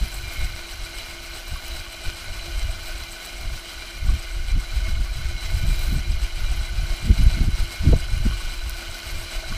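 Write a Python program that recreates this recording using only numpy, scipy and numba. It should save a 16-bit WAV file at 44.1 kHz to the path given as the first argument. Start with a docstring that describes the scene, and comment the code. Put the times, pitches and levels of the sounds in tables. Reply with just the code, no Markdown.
"""Wind gusts rumble on a bare microphone over the knocking whirr of an electric cultivator in hard ground.
Wind is band-passed noise under a moving low-pass; buffets are short bursts of integrated noise.
Gear teeth knock in noise bursts that ring the housing, throbbing with each turn of pinion and wheel.
Soil ticks on the guard as random impulses, stones ping the tines as decaying sines, and the motor drive
whistles on faint steady lines."""
import sys
import numpy as np
from scipy import signal
from scipy.fft import rfft, irfft, next_fast_len
from scipy.io import wavfile
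from scipy.ndimage import uniform_filter1d
from numba import njit

SR = 44100
rng = np.random.default_rng(int(sys.argv[2]) if len(sys.argv) > 2 else 0)


def master(y):
    """Save y as 16-bit WAV."""
    cut = np.clip(np.atleast_2d(y).T, -1, 1)
    pcm = np.round(cut * 32767)  # scale
    wavfile.write(sys.argv[1], SR, pcm.astype(np.int16))


N = 422037

# breeze rumble on the microphone: (time [s], level [dB])
BREEZE = [(0, -32), (.8, -35.5), (1.3, -39), (2.2, -38.5), (3.2, -39.5), (3.9, -38), (4.3, -29), (5.3, -28),
          (5.8, -26.5), (6.8, -24.5), (7.3, -43), (7.72, -36), (8.0, -25.5), (8.35, -29), (8.75, -40),
          (9.57, -35)]
BREEZE_SHARP_DB, FLUTTER_DB, FLUTTER_PER_S = -21.5, 3, 14
# bell-shaped gusts: (centre [s], peak level [dB], half length [s], sharpness [dB])
GUSTS = [(0.027, -19.5, 0.019, -15), (0.262, -30.0, 0.03, -16), (0.433, -21.5, 0.042, -20),
         (0.826, -35, 0.034, -16), (1.528, -22, 0.024, -20.5), (1.74, -30.5, 0.063, -31),
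         (2.077, -29, 0.018, -14), (2.312, -29, 0.036, -28), (2.42, -28, 0.022, -32),
         (2.627, -21.5, 0.077, -21), (2.913, -28.5, 0.05, -32), (3.494, -24.5, 0.048, -12),
         (4.1, -14.5, 0.046, -19.5), (4.378, -19.5, 0.024, -25), (4.556, -12, 0.024, -19.5),
         (4.765, -19.5, 0.02, -21.5), (4.957, -17.5, 0.058, -24), (5.267, -23, 0.024, -20),
         (5.473, -20.3, 0.022, -25), (5.555, -18, 0.022, -16.5), (5.71, -19.2, 0.069, -18),
         (5.83, -17, 0.02, -23), (5.937, -17.5, 0.05, -7), (6.11, -20.5, 0.038, -18),
         (6.44, -19, 0.038, -26), (6.602, -21.2, 0.023, -19), (6.924, -22.1, 0.022, -23),
         (7.095, -14, 0.034, -7.5), (7.255, -12.5, 0.062, -16.5), (7.44, -20.5, 0.056, -9.5),
         (7.546, -17, 0.014, -21), (7.62, -17.5, 0.022, -19), (7.9, -10.4, 0.047, -9),
         (8.187, -15.5, 0.044, -18.5), (8.3, -17, 0.034, -16), (8.464, -23, 0.02, -26),
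         (8.657, -26.7, 0.1, -27), (8.902, -28, 0.021, -18), (9.168, -27, 0.06, -16.5),
         (9.368, -23, 0.017, -27), (9.534, -27.5, 0.042, -12)]
# sudden buffets: (centre [s], level [dB rms], low-pass corner [Hz], length [s])
BUFFETS = [(2.074, -23, 88.5, .04), (4.107, -29, 260, 0.032), (4.572, -27, 254, 0.047),
           (4.891, -29, 217, 0.044), (5.003, -28.5, 234, 0.041), (5.649, -26, 198, 0.062),
           (5.933, -26, 298, 0.043), (7.105, -16.5, 275, 0.053), (7.209, -16.5, 205, 0.066),
           (7.27, -18, 160, 0.049), (7.38, -27, 344, 0.039), (7.42, -19.5, 270, 0.061),
           (7.484, -20, 220, 0.0318), (7.86, -19, 285, 0.066), (7.898, -19.5, 330, 0.056),
           (7.935, -18, 740, 0.0279), (8.261, -19, 315, 0.029), (9.521, -33.5, 245, 0.036)]
# stones on a tine: (time [s], level [dB])
STONES = [(0.3466, -39), (1.5582, -29), (1.8627, -34), (2.3805, -42), (4.0886, -30), (5.0615, -35),
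          (8.32, -29), (8.403, -30), (9.223, -37), (9.523, -28)]
# tine modes: (frequency [Hz], level [dB], 60 dB decay time [s])
TINE_MODES = [(1128, -1.5, 0.06), (1496, -5, 0.052), (1230, -6, 0.03)]
# motor drive's comb of faint lines: (frequency [Hz], mean level [dB rms])
WHISTLE_LINES = [(9539, -77.5), (9687, -76.5), (9763, -74.5), (9838, -75), (9913, -75), (10061, -72),
                 (10212, -78.5)]
# grit on the guard: (time [s], level [dB])
GRIT = [(0, -48), (.45, -47), (.7, -55), (1.75, -49), (2.1, -57), (3.0, -50.5), (3.85, -56), (5.4, -55),
        (5.6, -47), (5.94, -41), (6.02, -69), (6.55, -64), (6.7, -53), (8.4, -56), (9.1, -49), (9.57, -60)]
# motor speed: (time [s], knock rate [1/s])
KNOCK_RATE = [(0, 341), (2.2, 340.5), (2.75, 338.8), (3.75, 342), (5, 341.2), (9.57, 341)]
PINION_KNOCKS, WHEEL_KNOCKS = 14, 46  # knocks per turn, two a tooth
# colour of the motor and fan noise: (frequency [Hz], relative density [dB per Hz])
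WHIRR_COLOUR = [(88, -49), (150, -2), (348, -7), (431, -9.5), (1290, -3), (1480, -3.5), (1830, -6.5),
                (2140, -2), (3550, -6.5), (4080, -2), (5360, -7), (14800, -27), (16000, -22)]
WHIRR_DB, HUM_DB, TAP_DB = -2.5, -12.5, -11.5  # relative, inside the machine
# housing and guard modes: (frequency [Hz], throbs per wheel turn [count])
HOUSING_MODES = [(403, 1), (655, 2), (730, 1), (1114, 1), (1480, 1), (2068, 1), (2172, 1), (2371, 2),
                 (2440, 1), (2885, 1), (2995, 2), (3100, 1), (3320, 1), (3913, 2), (3972, 2), (4023, 4),
                 (4070, 6), (4800, 1), (5650, 2), (7500, 1), (8000, 1), (8600, 3), (9810, 1), (11080, 4)]
# ringing of those modes: (width [Hz], relative level [dB], pinion throb [dB], wheel throb [dB])
HOUSING_RINGING = [(32.6, -25, 1.5, 0.5), (44, -14, -2, 2.5), (81, -17.5, -0.5, 3), (90, -25, 12, -2),
                   (105, -12, -0.5, 2), (17.2, -17.5, -1.5, 4.5), (20.7, -9.5, -0.5, 1),
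                   (17.7, -11, 2.5, 2.5), (130, -17.5, -1, 6.5), (72, -12, -1, 1), (64, -16, 2.5, 5.5),
                   (21.5, -17, 0, 2), (100, -24.5, -3, 13), (9, -19, -3.5, -12), (20, -12, 1.5, 2.5),
                   (13, -19.5, 8, 13), (120, -16, -2, 7), (350, -17, 5.5, 5), (262, -20, 3.5, 4),
                   (300, -22, 3.5, -0.5), (375, -16.5, -0.5, 6.5), (300, -58, 8, 28), (346, -26, 0.5, 24),
                   (420, -24, 4.5, -1)]
# machine's level, wandering slightly as it works: (time [s], level [dB])
TILL = [(0, -38), (1.3, -39), (2.4, -38), (3.6, -39), (4.5, -39.5), (5.3, -39), (5.5, -38), (5.95, -36.5),
        (6.05, -39.5), (7.2, -36.5), (7.5, -38), (8.0, -37), (8.3, -38), (9.57, -36.5)]
# brief swells and dips of the machine: (centre [s], change [dB])
SWELLS = [(.43, 2.5), (1.36, 2), (1.45, -1.5), (4.0, -2.5), (4.5, 2.5), (4.87, 2.5), (5.36, -2.5),
          (5.45, 2), (6.24, 2.5), (6.77, 0.5), (7.48, -3), (7.59, 2), (8.21, -2.5), (9.32, 1.5)]
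SWELL_HALF_S = 0.027
LURCH_DB, LURCH_PER_S = .5, 7  # the machine rocks on the clods
TOP_HZ = 15300


def undb(db):
    """Gain of a level in dB."""
    return 10 ** (np.asarray(db) / 20)


def unit(x):
    """Scaled to rms 1."""
    return x / np.sqrt(np.mean(x ** 2))


def curves(table):
    """Columns of a table, interpolated to one value a sample."""
    time_s, *columns = np.transpose(table)
    return [np.interp(np.arange(N) / SR, time_s, c) for c in columns]


def walk(per_s):
    """Random levels held 1 / per_s seconds and slewed twice, rms 1."""
    hold = int(SR / per_s)
    steps = np.repeat(rng.standard_normal(N // hold + 1), hold)
    slewed = uniform_filter1d(uniform_filter1d(steps, hold), hold)
    return unit(slewed[:N])


def sway(per_s):
    """A walk less its half-second running mean, rms 1."""
    level = walk(per_s)
    return unit(level - uniform_filter1d(level, SR // 2))


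def ring(x, hz, width_hz):
    """One resonance, rms 1."""
    return unit(signal.lfilter(*signal.iirpeak(hz, hz / width_hz, fs=SR), x))


def band(x, lo_hz, hi_hz, order=2):
    """Band-pass, rms 1."""
    return unit(signal.sosfilt(signal.butter(order, [lo_hz, hi_hz], "band", fs=SR, output="sos"), x))


@njit
def low(x, hz):
    """State-variable low-pass whose corner moves every sample."""
    y, b, l = np.empty(len(x)), 0., 0.
    for i in range(len(x)):
        g = np.tan(np.pi * hz[i] / SR)
        v = (b + g * (x[i] - l)) / (1 + g * (g + np.sqrt(2)))
        y[i] = l + g * v
        b, l = 2 * v - b, 2 * y[i] - l
    return y


def gusting():
    """Level and sharpness of the wind: gust power adds to a fluttering breeze; sharpness is power-weighted."""
    t = np.arange(N) / SR
    power = undb(2 * (curves(BREEZE)[0] + FLUTTER_DB * sway(FLUTTER_PER_S)))
    weighted_sharp = BREEZE_SHARP_DB * power
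    for s, peak_db, half_s, sharp_db in GUSTS:
        near = slice(max(int((s - .4) * SR), 0), int((s + .4) * SR))
        gust = undb(2 * peak_db) * np.exp(-((t[near] - s) / max(half_s, .01)) ** 2)
        power[near] += gust
        weighted_sharp[near] += sharp_db * gust
    return np.sqrt(power), weighted_sharp / power


def buffet(corner_hz, count):
    """Dense burst: integrated noise held to two octaves under the corner, hann-shaped, rms 1."""
    low_pass = signal.butter(4, corner_hz, fs=SR, output="sos")
    high_pass = signal.butter(1, corner_hz / 4, "high", fs=SR, output="sos")
    burst = signal.sosfilt(low_pass, np.cumsum(rng.standard_normal(8192)))
    burst = signal.sosfilt(high_pass, burst)[-count:]
    return unit(burst * np.hanning(count))


def wind():
    """Eddies on the bare port: sharper gusts shed smaller eddies, so the rumble reaches higher."""
    rumble, sharp_db = gusting()
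    corner_hz = np.clip(230 * undb(.5 * sharp_db + 1.4 * walk(40)), 25, 900)
    eddies = band(rng.standard_normal(N), 19.2, 52.3, order=1)
    eddies = low(low(eddies, corner_hz), 3.0 * corner_hz)
    # gust strength sets the level; single eddies still stand out
    local_rms = np.sqrt(uniform_filter1d(eddies ** 2, int(.12 * SR)) + 1e-9)
    out = rumble * eddies / local_rms
    for s, db, reach_hz, length_s in BUFFETS:
        count = int(max(length_s, .01) * SR)
        at = int(s * SR) - count // 2
        out[at:at + count] += undb(db) * buffet(reach_hz, count)
    return out


def stones():
    """A short knock sets the tine modes ringing as decaying sines."""
    out, t = np.zeros(N), np.arange(SR // 5) / SR
    ping = sum(undb(db - 60 * t / t60_s) * np.sin(2 * np.pi * hz * t) for hz, db, t60_s in TINE_MODES)
    ping *= np.minimum(t / 0.0031, 1)  # 3.1 ms rise
    for s, level_db in STONES:
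        at = int(s * SR)
        out[at:at + len(t)] += undb(level_db) * ping[:N - at]
    return out


def whistle():
    """Motor drive's steady tones, each wavering a little in level."""
    t, out = np.arange(N) / SR, 0
    for hz, db in WHISTLE_LINES:
        tone = np.sqrt(2) * np.sin(2 * np.pi * (hz * t + rng.random()))
        out = out + undb(db + 1.3 * walk(3)) * tone
    return out


def soil(bite, per_s=480, spread_db=3.0):
    """Grit ticks on the guard as random impulses over faint noise, denser as the load rises."""
    chance = rng.random((2, N))
    hit = chance[0] < per_s / SR * undb(2.2 * bite)
    size = undb(-spread_db * np.log(1 - chance[1]))
    ticks = hit * size * np.sign(rng.standard_normal(N))
    return band(ticks + 0.1 * rng.standard_normal(N), 8300, 22000, order=1)


def knocks(turn, decay, weak_db, scatter_db, steady):
    """Noise bursts at each tooth contact, every second one offset by weak_db; decay in knock periods."""
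    contact = turn.astype(int)
    scatter = rng.standard_normal(contact[-1] + 1)[contact]
    size_db = weak_db * (contact % 2) + scatter_db * scatter
    bursts = undb(size_db) * np.exp(-(turn % 1) / decay)
    return unit((steady + bursts) * rng.standard_normal(N))


def hum(turn):
    """Motor sine at the knock rate."""
    return np.sin(2 * np.pi * turn)


def whirr(turn, bite):
    """Broad motor and fan noise: knocking noise coloured in the spectrum, stronger under load."""
    hz, db = np.transpose(WHIRR_COLOUR)
    size = next_fast_len(N)
    bin_hz = np.arange(size // 2 + 1) * SR / size
    colour = undb(np.interp(np.log(bin_hz + 1), np.log(hz), db))
    drive = knocks(turn, 0.05, -11, 3.1, 0.36)
    noise = unit(irfft(rfft(drive, size) * colour, size)[:N])
    return noise * undb(WHIRR_DB + 0.73 * bite)


def tap(pinion):
    """One high tooth taps once a pinion turn, a little early or late, and rings a broad mode."""
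    at = np.flatnonzero(np.diff(np.floor(pinion / (2 * np.pi) + .12)))
    chance = rng.standard_normal((len(at), 3))
    out = np.zeros(N)
    for side, lag_s in enumerate((0, .005)):  # the blow and its rebound
        offset = ((lag_s + 0.001534 * chance[:, side]) * SR).astype(int)
        out[np.clip(at + offset, 0, N - 1)] += undb(1.15 * chance[:, -1])
    return ring(ring(out, 1490, 103), 1487, 100)


def housing(turn, pinion, wheel, bite):
    """Each mode throbs with the gears and swells slowly alone; in the treble it breaks into grains."""
    drive, out = knocks(turn, 0.23, -2.5, 2.35, 0.32), 0
    for (hz, order), (width_hz, db, pinion_db, wheel_db) in zip(HOUSING_MODES, HOUSING_RINGING):
        lag = 2 * np.pi * rng.random(2)
        uneven = np.cos(order * wheel + lag[0]) + 0.61 * np.cos(4 * wheel + lag[1])
        grain_db = min(hz / 8000, 1.2) ** 2 * (3.2 * walk(60) + 1.2 * bite)
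        throb_db = pinion_db * np.cos(pinion) + wheel_db * uneven + grain_db
        swell_db = (0.76 + 18 / width_hz) * walk(6)  # narrow modes swing more
        out = out + undb(db + swell_db) * ring(drive * undb(throb_db), hz, width_hz)
    return out


def working_db():
    """Machine level: its slow wander, slight rocking, brief swells and dips."""
    t = np.arange(N) / SR
    swells_db = sum(db * np.exp(-((t - s) / SWELL_HALF_S) ** 2) for s, db in SWELLS)
    return curves(TILL)[0] + LURCH_DB * sway(LURCH_PER_S) + swells_db


def cultivator():
    """Gear rotation and load drive the housing, taps, whirr, hum and thrown grit."""
    turn = np.cumsum(curves(KNOCK_RATE)[0] * (1 + .004 * walk(60))) / SR  # in knocks
    pinion = 2 * np.pi * turn / PINION_KNOCKS + .1
    wheel = 2 * np.pi * turn / WHEEL_KNOCKS
    bite = 1.17 * np.sin(wheel) + 0.19 * np.cos(pinion) + 1.0 * walk(28) + 0.29 * walk(7.5)  # load
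    gears = housing(turn, pinion, wheel, bite) + undb(TAP_DB) * tap(pinion)
    motor = whirr(turn, bite) + undb(HUM_DB + 2.6 * sway(18)) * hum(turn)
    grit = undb(curves(GRIT)[0] + 1.0 * bite) * soil(bite)
    return undb(working_db()) * (gears + motor) + grit


def scene():
    """Wind and machine on one microphone."""
    return (wind() + stones() + whistle() + cultivator())[None, :]


def record(dry):
    """The microphone slightly rounds the strongest gusts; a steep low-pass cuts the top."""
    top = signal.ellip(16, .3, 70, TOP_HZ, fs=SR, output="sos")
    rounded = np.tanh(.8 * dry) / .8
    return signal.sosfilt(top, rounded)


dry = scene()
out = record(dry)
master(out)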